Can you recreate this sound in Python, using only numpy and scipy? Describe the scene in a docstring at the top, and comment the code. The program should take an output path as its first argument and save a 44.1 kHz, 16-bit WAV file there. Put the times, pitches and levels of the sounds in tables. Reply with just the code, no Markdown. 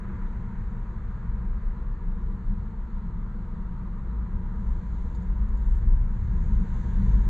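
"""Inside a closed car in city traffic, heard at two close microphone ports by the windscreen.
At first a four-cylinder engine idles: the body shell booms in its lowest modes, engines alongside hum,
and vents and street rush through the cabin's resonances. From about five seconds the engine takes load
and the car rolls off: the trim ticks, a bright puff of air passes and the boom grows. Towards the end
the exhaust roars, a panel rings and the engine bay hisses louder, with a faint whistle."""
import sys
import numpy as np
from scipy import signal
from scipy.fft import rfft, irfft, next_fast_len
from scipy.io import wavfile
from scipy.ndimage import uniform_filter1d, map_coordinates

SR = 44100
rng = np.random.default_rng(int(sys.argv[2]) if len(sys.argv) > 2 else 0)


def to_wav(sig):
    """Store sig (one row per channel, or 1-D mono) as 16-bit WAV at the path in sys.argv[1].

    Samples outside -1..1 are clipped; the rate is SR.
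    """
    pcm = np.clip(np.atleast_2d(sig), -1, 1) * 32767
    pcm = np.round(pcm).astype(np.int16)
    wavfile.write(sys.argv[1], SR, pcm.T)  # frames by channels


N = 321489

# The engine's course. Each row: time in seconds, firing rate in Hz, load in dB above idle.
ENGINE_COURSE = [(0, 26.95, 0), (4.7, 26.95, 0), (5.05, 27, 2), (5.4, 31.5, 4), (5.9, 32, 4), (6.2, 32, 5),
                 (6.35, 32, 10), (6.55, 32, 9), (6.7, 32, 4), (6.9, 31.8, 5), (7.05, 31.6, 9),
                 (7.29, 31.6, 9)]


def amp(db):
    """Amplitude ratio of a level in dB."""
    return 10 ** (np.asarray(db) / 20)


def unit(x):
    """Normalisation to an rms of 1."""
    return x / np.sqrt(np.mean(np.abs(x) ** 2) + 1e-20)


def along(points, hz):
    """Interpolation of (Hz, value) points on a logarithmic frequency axis."""
    point_hz, values = np.transpose(points)
    return np.interp(np.log(hz + 1), np.log(point_hz + 1), values)


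def curves(rows):
    """Linear interpolation in time: one value a sample for each column after the first."""
    times, *columns = np.transpose(rows)
    return [np.interp(np.arange(N) / SR, times, column) for column in columns]


def wobble(rate):
    """Slow random modulation: a spline through rate Gaussian knots a second."""
    return map_coordinates(rng.standard_normal(int(N * rate / SR) + 4), [np.arange(N) * rate / SR])


def filtered(x, response):
    """Linear filtering: the spectrum of x times a complex frequency response."""
    size = next_fast_len(N + SR // 2)
    return irfft(rfft(x, size) * response(np.fft.rfftfreq(size, 1 / SR)), size)[..., :N]


def resonance(f, centre_hz, width_hz):
    """Response of two equal damped resonators in cascade."""
    return (1j * f * width_hz / (centre_hz ** 2 - f * f + 1j * f * width_hz)) ** 2


def rush(spectrum, patchy_db):
    """Partly coherent stereo noise of rms 1, its gain varying in patches of time and frequency."""
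    # Likeness of the two channels. Each row: frequency in Hz, correlation.
    coherence = [(100, 1), (240, 0.99), (470, 0.95), (660, .74), (930, 0.87), (1310, 0.71), (2600, 0.53),
                 (6000, 0.77), (12000, 0.44)]
    cells = signal.stft(rng.standard_normal((2, N)), nperseg=512)[2]
    patches = uniform_filter1d(rng.standard_normal(cells.shape[1:]), size=4, axis=0)
    patches = uniform_filter1d(patches, size=12, axis=1)
    pair = signal.istft(cells * amp(patchy_db * unit(patches)), nperseg=512)[1][:, :N]
    angle = lambda hz: np.arccos(np.clip(along(coherence, hz), -1, 1)) / 2
    gain = lambda hz: amp(along(spectrum, hz)) * (hz > spectrum[0][0]) * (hz < spectrum[-1][0])
    mid, side = filtered(pair, lambda hz: gain(hz) * [np.cos(angle(hz)), np.sin(angle(hz))])
    return unit(np.array([mid + side, mid - side]))


def air():
    """Broadband noise of vents, passing tyres and street, coloured by the cabin, over a steady hiss."""
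    # Each row: time in seconds, then the levels of vents, tyres and street in dB.
    levels = [(.15, -50.5, -56.5, -57), (.4, -52, -59, -60), (1.4, -52.5, -58.5, -60.5),
              (2.6, -53.5, -61, -63.5), (3.8, -53, -57.5, -63), (4.6, -51.5, -60.5, -62),
              (6.2, -52.5, -61, -60.5), (6.7, -50.5, -59, -58), (7.2, -49, -58.5, -57)]
    # Noise spectra. Each row: frequency in Hz, relative density in dB.
    vents = [(220, -19), (248, -10.5), (263, -16), (282, -7.5), (305, -10), (335, -5), (400, -11.5),
             (440, -10.5), (466, -5), (490, -10), (530, -16.5), (640, -17.5), (770, -18.5), (815, -15),
             (845, -17), (880, -16), (912, -7), (950, -8.5), (990, -8), (1040, -12), (1065, -11.5),
             (1090, -18.5), (1300, -44)]
    tyres = [(900, -28.5), (1050, -6), (1200, -0.5), (1400, -5), (1700, -26)]
    street = [(1100, -27), (1400, -3.5), (1600, 0), (2000, -6), (2500, -16), (3000, -25.5), (3900, -46.5)]
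    cabin_hiss = [(2000, -32.5), (2700, -2), (4200, -2), (5300, -15.5), (6600, -11), (7800, -11),
                  (8600, -26), (12000, -24), (14000, -42)]
    vents_db, tyres_db, street_db = curves(levels)
    return (amp(vents_db) * rush(vents, patchy_db=.5)
            + amp(tyres_db) * rush(tyres, patchy_db=1.14)
            + amp(street_db) * rush(street, patchy_db=.46)
            + amp(-77) * rush(cabin_hiss, patchy_db=1.55))


def puff():
    """Amplitude-shaped noise: a faint rustle, then a hiss of air that grows exponentially and is cut."""
    # The bright hiss. Each row: frequency in Hz, relative density in dB.
    spectrum = [(5000, -31), (6200, 0.5), (7200, 5), (8000, -1), (9000, -6.5), (10500, -4.5), (11800, -1),
                (13200, -10), (14200, -25)]
    rustle_s, start_s, top_s = 4.8, 5.55, 5.775
    rise_db_per_s, fall_db_per_s = 39, 350
    t = np.arange(N) / SR
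    swell_db = np.minimum(rise_db_per_s * (t - top_s), fall_db_per_s * (top_s - t))
    crossfade = np.clip((t - start_s) / .06, 0, 1)
    rustle = np.clip((t - rustle_s) / .1, 0, 1) * amp(-90.5 + 3 * wobble(40))
    return ((1 - crossfade) * rustle + crossfade * amp(-75 + swell_db)) * rush(spectrum, patchy_db=.5)


def trim():
    """Impulse response of plastic trim: a snap and buzz in the dashboard, a damped ring, a sharp edge."""
    # Each row: start in seconds, snap gain in dB, buzz T60 in seconds, ring and edge gains in dB.
    ticks = [(5.149, -54, 0.11, -66, -92), (5.221, -66, .04, -72, -100), (5.487, -60, .02, -88, -71),
             (5.573, -60, .05, -72, -81), (6.243, -65, .02, -84, -84)]
    # Free vibration of the trim. Each row: frequency in Hz, relative level in dB, T60 in seconds.
    ring_modes = [(4700, -5, .07), (6600, -4, .09), (7000, 0, .09)]
    # Dashboard resonances. 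Each row: centre in Hz, width in Hz, gain in dB.
    dash_modes = [(3900, 1500, 0), (6900, 1000, 3), (9000, 2000, -16)]
    cracks, rings, edges = np.zeros((3, N + SR))
    t = np.arange(SR // 10) / SR
    ring = sum(amp(db - 60 * t / t60) * np.sin(2 * np.pi * hz * t) for hz, db, t60 in ring_modes)
    ring *= 1 - np.exp(-t / .001)
    snap = amp(-60 * t / .012)
    for start_s, snap_db, buzz_t60, ring_db, edge_db in ticks:
        at = round(start_s * SR)
        buzz = amp(-5 - 60 * t / buzz_t60)
        cracks[at:][:len(t)] += amp(snap_db) * (snap + buzz) * rng.standard_normal(len(t))
        rings[at:][:len(t)] += amp(ring_db) * ring
        edges[at:][:len(t)] += amp(edge_db) * snap * rng.standard_normal(len(t))
    dashboard = lambda f: sum((-1) ** k * amp(db) * resonance(f, hz, width)
                              for k, (hz, width, db) in enumerate(dash_modes))
    edge_band = lambda f: resonance(f, centre_hz=10800, width_hz=4000)
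    return filtered(cracks[:N], dashboard) + rings[:N] + filtered(edges[:N], edge_band)


def engine_bay():
    """Intake and valve-gear hiss, amplitude-modulated at the firing rate, with a narrow-band whistle."""
    # Each row: time in seconds, level of the hiss in dB.
    levels = [(0, -78), (1.5, -83.5), (3, -84), (4.4, -82.5), (4.7, -75), (5, -74), (5.3, -77.5),
              (5.5, -78), (5.75, -74), (5.9, -80), (6.2, -75), (6.5, -71.5), (6.65, -72), (6.75, -69),
              (6.95, -68.5), (7.1, -66), (7.29, -70)]
    # Hiss through the bulkhead, and its whistle. Each row: frequency in Hz, relative density in dB.
    hiss_band = [(2000, -38), (2800, -2.5), (3800, 0), (4500, -5), (5300, -17), (6000, -4.5), (6640, -3),
                 (7400, -4.5), (8300, -21), (12000, -28.5), (13500, -42)]
    whistle_band = [(6450, -30), (6590, 0), (6690, 0.5), (6830, -30)]
    cycles = np.cumsum(curves(ENGINE_COURSE)[0]) / SR
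    throb_db = .7 * np.sin(2 * np.pi * cycles) + .4 * wobble(8)
    whistle_rise = np.clip((np.arange(N) / SR - 6.1) / .3, .25, 1)  # full from 6.4 s
    whistle = whistle_rise * amp(-13 + 3 * wobble(14)) * rush(whistle_band, patchy_db=2)
    return amp(curves(levels)[0] + throb_db) * (rush(hiss_band, patchy_db=1.1) + whistle)


def neighbours():
    """Beating: engines idling alongside hum at nearby, slightly unsteady frequencies."""
    # Each row: firing rate in Hz, rms level in dB.
    idlers = [(30.0, -40.5), (35.0, -37.5)]
    hum = np.zeros(N)
    for hz, db in idlers:
        amplitude = np.sqrt(2) * amp(db + 2.1 * wobble(.96))
        cycles = np.cumsum(hz * (1 + .0063 * wobble(3.4))) / SR
        hum += amplitude * np.sin(2 * np.pi * (cycles + rng.random()))
    return hum


def drone():
    """Forced vibration of floor, panel and seats by engine and road, with exhaust roar under load."""
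    # Each row: time in seconds, floor level in dB, panel level in dB.
    levels = [(0, -38.5, -41), (2, -40, -43), (3.5, -40, -40.5), (5, -39, -40.5), (5.9, -37, -42),
              (6.3, -33.5, -38.5), (6.7, -35, -38), (7.05, -32, -36.5), (7.29, -32, -35.5)]
    # Noise spectra. Each row: frequency in Hz, relative density in dB.
    floor = [(40, -16.5), (58, -5), (70, 1.5), (78, -0.5), (92, -5.5), (104, -1), (116, -1.5), (128, -4.5),
             (142, -10.5), (170, -40)]
    panel = [(120, -28.5), (145, -4.5), (158, -6.5), (168, 0), (185, 0.5), (200, 0), (210, -6.5), (228, -9),
             (245, -17), (262, -26.5), (300, -40.5)]
    exhaust = [(210, -29.5), (232, -2), (252, 3.5), (270, -5.5), (300, -8.5), (380, -4.5), (430, -24.5)]
    sharpest_panel_mode = [(192, -28.5), (197, -3), (200, -0.5), (203, -4), (208, -31.5)]
    seats = [(7, -12), (14, -1.5), (20, -1.5), (42, 3), (60, -11.5)]
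    floor_db, panel_db = curves(levels)
    load_db = curves(ENGINE_COURSE)[1]
    return (amp(floor_db + 1.5 * wobble(6)) * rush(floor, patchy_db=1.1)
            + amp(panel_db + .7 * wobble(6)) * rush(panel, patchy_db=.95)
            + amp(-68.5 + 1.56 * load_db) * rush(exhaust, patchy_db=2)
            + amp(-66 + 2.1 * load_db) * rush(sharpest_panel_mode, patchy_db=1.7)
            + amp(-40 + .86 * load_db) * rush(seats, patchy_db=.5))


def shell():
    """Resonance of the body shell: two randomly driven modes, and tonal swells in Gaussian envelopes."""
    # The two lowest modes. Each row: centre in Hz, width in Hz.
    modes = [(31, 8.5), (53, 14.9)]
    # Each row: time in seconds, then the levels of the first and second mode in dB.
    levels = [(0, -36, -39.5), (2.5, -38, -41), (4, -38, -43), (4.8, -38.5, -37.5), (5.3, -34, -32),
              (5.9, -30, -28), (6.3, -29.5, -29.5), (6.8, -33, -28.5), (7.29, -27.5, -27.5)]
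    # Each row: time of the top in seconds, pitch in Hz, top rms level in dB, half-length in seconds.
    swells = [(0.046, 53.3, -33.5, 0.11), (0.126, 29.2, -29.5, 0.076), (0.35, 53.9, -34, 0.07),
              (0.372, 110.6, -38.5, 0.042), (0.692, 54, -32, 0.076), (0.904, 29.94, -31, 0.059),
              (1.853, 52.5, -34.5, 0.074), (2.525, 195, -39, 0.038), (2.6, 73, -40, 0.052),
              (2.81, 54.14, -31, 0.072), (5.06, 71, -33.5, .05), (5.68, 191.7, -39.5, 0.035),
              (5.777, 65.7, -32.5, 0.048), (6.018, 114, -36.5, 0.052), (6.249, 73, -31.5, 0.066),
              (6.42, 155, -39, 0.078), (6.5, 71.8, -31, 0.08), (7.013, 199, -35.5, 0.077),
              (7.11, 157.6, -36, 0.069), (0.256, 28.76, -28, 0.077), (0.632, 33.07, -26.5, 0.11),
              (1.328, 53, -32.5, 0.053), (1.45, 30.96, -27.5, 0.084), (1.66, 30.13, -28.5, 0.061),
              (2.152, 31, -26.5, 0.064), (2.258, 54.9, -30, 0.055), (2.48, 29.5, -22, 0.084),
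              (2.96, 30.04, -27.5, 0.076), (3.499, 32, -27.5, 0.061), (4.183, 54.35, -28.5, 0.13),
              (4.377, 31.42, -31.5, 0.054), (4.74, 29.83, -29.5, 0.065), (4.69, 54.9, -28.5, 0.093),
              (4.933, 53.26, -30.5, 0.092), (5.295, 34, -22.5, 0.071), (5.427, 29, -24.5, 0.12),
              (5.429, 49.66, -28, 0.057), (5.699, 30, -22, 0.067), (5.848, 53, -22, .07),
              (5.922, 31.5, -17.5, 0.1), (6.095, 31.5, -21, 0.19), (5.563, 42.25, -27, .1),
              (6.0, 42.9, -27.5, 0.079), (6.328, 43.97, -28.5, 0.13), (6.58, 33.44, -23.5, 0.13),
              (6.55, 55.4, -27, 0.12), (6.773, 31, -25, 0.053), (6.942, 38.2, -25, 0.073),
              (7.155, 49.6, -19.5, .13), (5.48, 212, -44, 0.13), (5.868, 218, -44, .08),
              (6.127, 213, -43, .1), (6.53, 212, -41, 0.13), (5.87, 115, -38, .08), (7.2, 210, -37.5, .07)]
    t = np.arange(N) / SR
    boom = np.zeros(N)
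    for db, (hz, width) in zip(curves(levels), modes):
        boom += amp(db) * unit(filtered(rng.standard_normal(N), lambda f: resonance(f, hz, width)))
    for top_s, hz, db, half_s in swells:
        envelope = np.sqrt(2) * amp(db) * np.exp(-2 * ((t - top_s) / half_s) ** 2)
        boom += envelope * np.sin(2 * np.pi * (hz * t + rng.random()))
    return boom


def engine():
    """Periodic firing gives harmonics, each slightly unsteady; load raises some and lowers others."""
    # Each row: multiple of the firing rate, peak level at idle in dB, change in dB per dB of load.
    harmonics = [(1, -40, .6), (2, -37.5, -1), (16, -70, -1), (5, -65, 2.8), (8, -48, -4)]
    firing_hz, load_db = curves(ENGINE_COURSE)
    cycles = np.cumsum(firing_hz * (1 + .002 * wobble(4))) / SR
    tones = np.zeros(N)
    for multiple, idle_db, slope in harmonics:
        level_db = idle_db + slope * load_db + 1.8 * wobble(3.3)
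        tones += amp(level_db) * np.sin(2 * np.pi * (multiple * cycles + rng.random()))
    return tones


def scene():
    """Superposition: tones, boom and ticks are alike in both channels; the noises have their own width."""
    return engine() + neighbours() + shell() + trim() + drone() + air() + engine_bay() + puff()


def record(dry):
    """Level and phase differences between two close ports, followed by a steep low-pass."""
    # Each row: frequency in Hz, level of left over right in dB.
    level_difference = [(60, 1.06), (240, 0.5), (660, 0), (1500, -.5), (4000, -0.7), (7000, -1.5),
                        (11000, -1.5)]
    # Each row: frequency in Hz, phase lead of the left in radians.
    phase_lead = [(60, 0), (600, -0.32), (1290, 0.34), (2070, 0.33), (2760, -0.008)]
    side, cutoff_hz = np.array([[.5], [-.5]]), 14300
    ports = lambda hz: amp(side * along(level_difference, hz)) * np.exp(1j * side * along(phase_lead, hz))
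    return filtered(dry, lambda hz: ports(hz) / (1 + (hz / cutoff_hz) ** 40))


dry = scene()
out = record(dry)
to_wav(out)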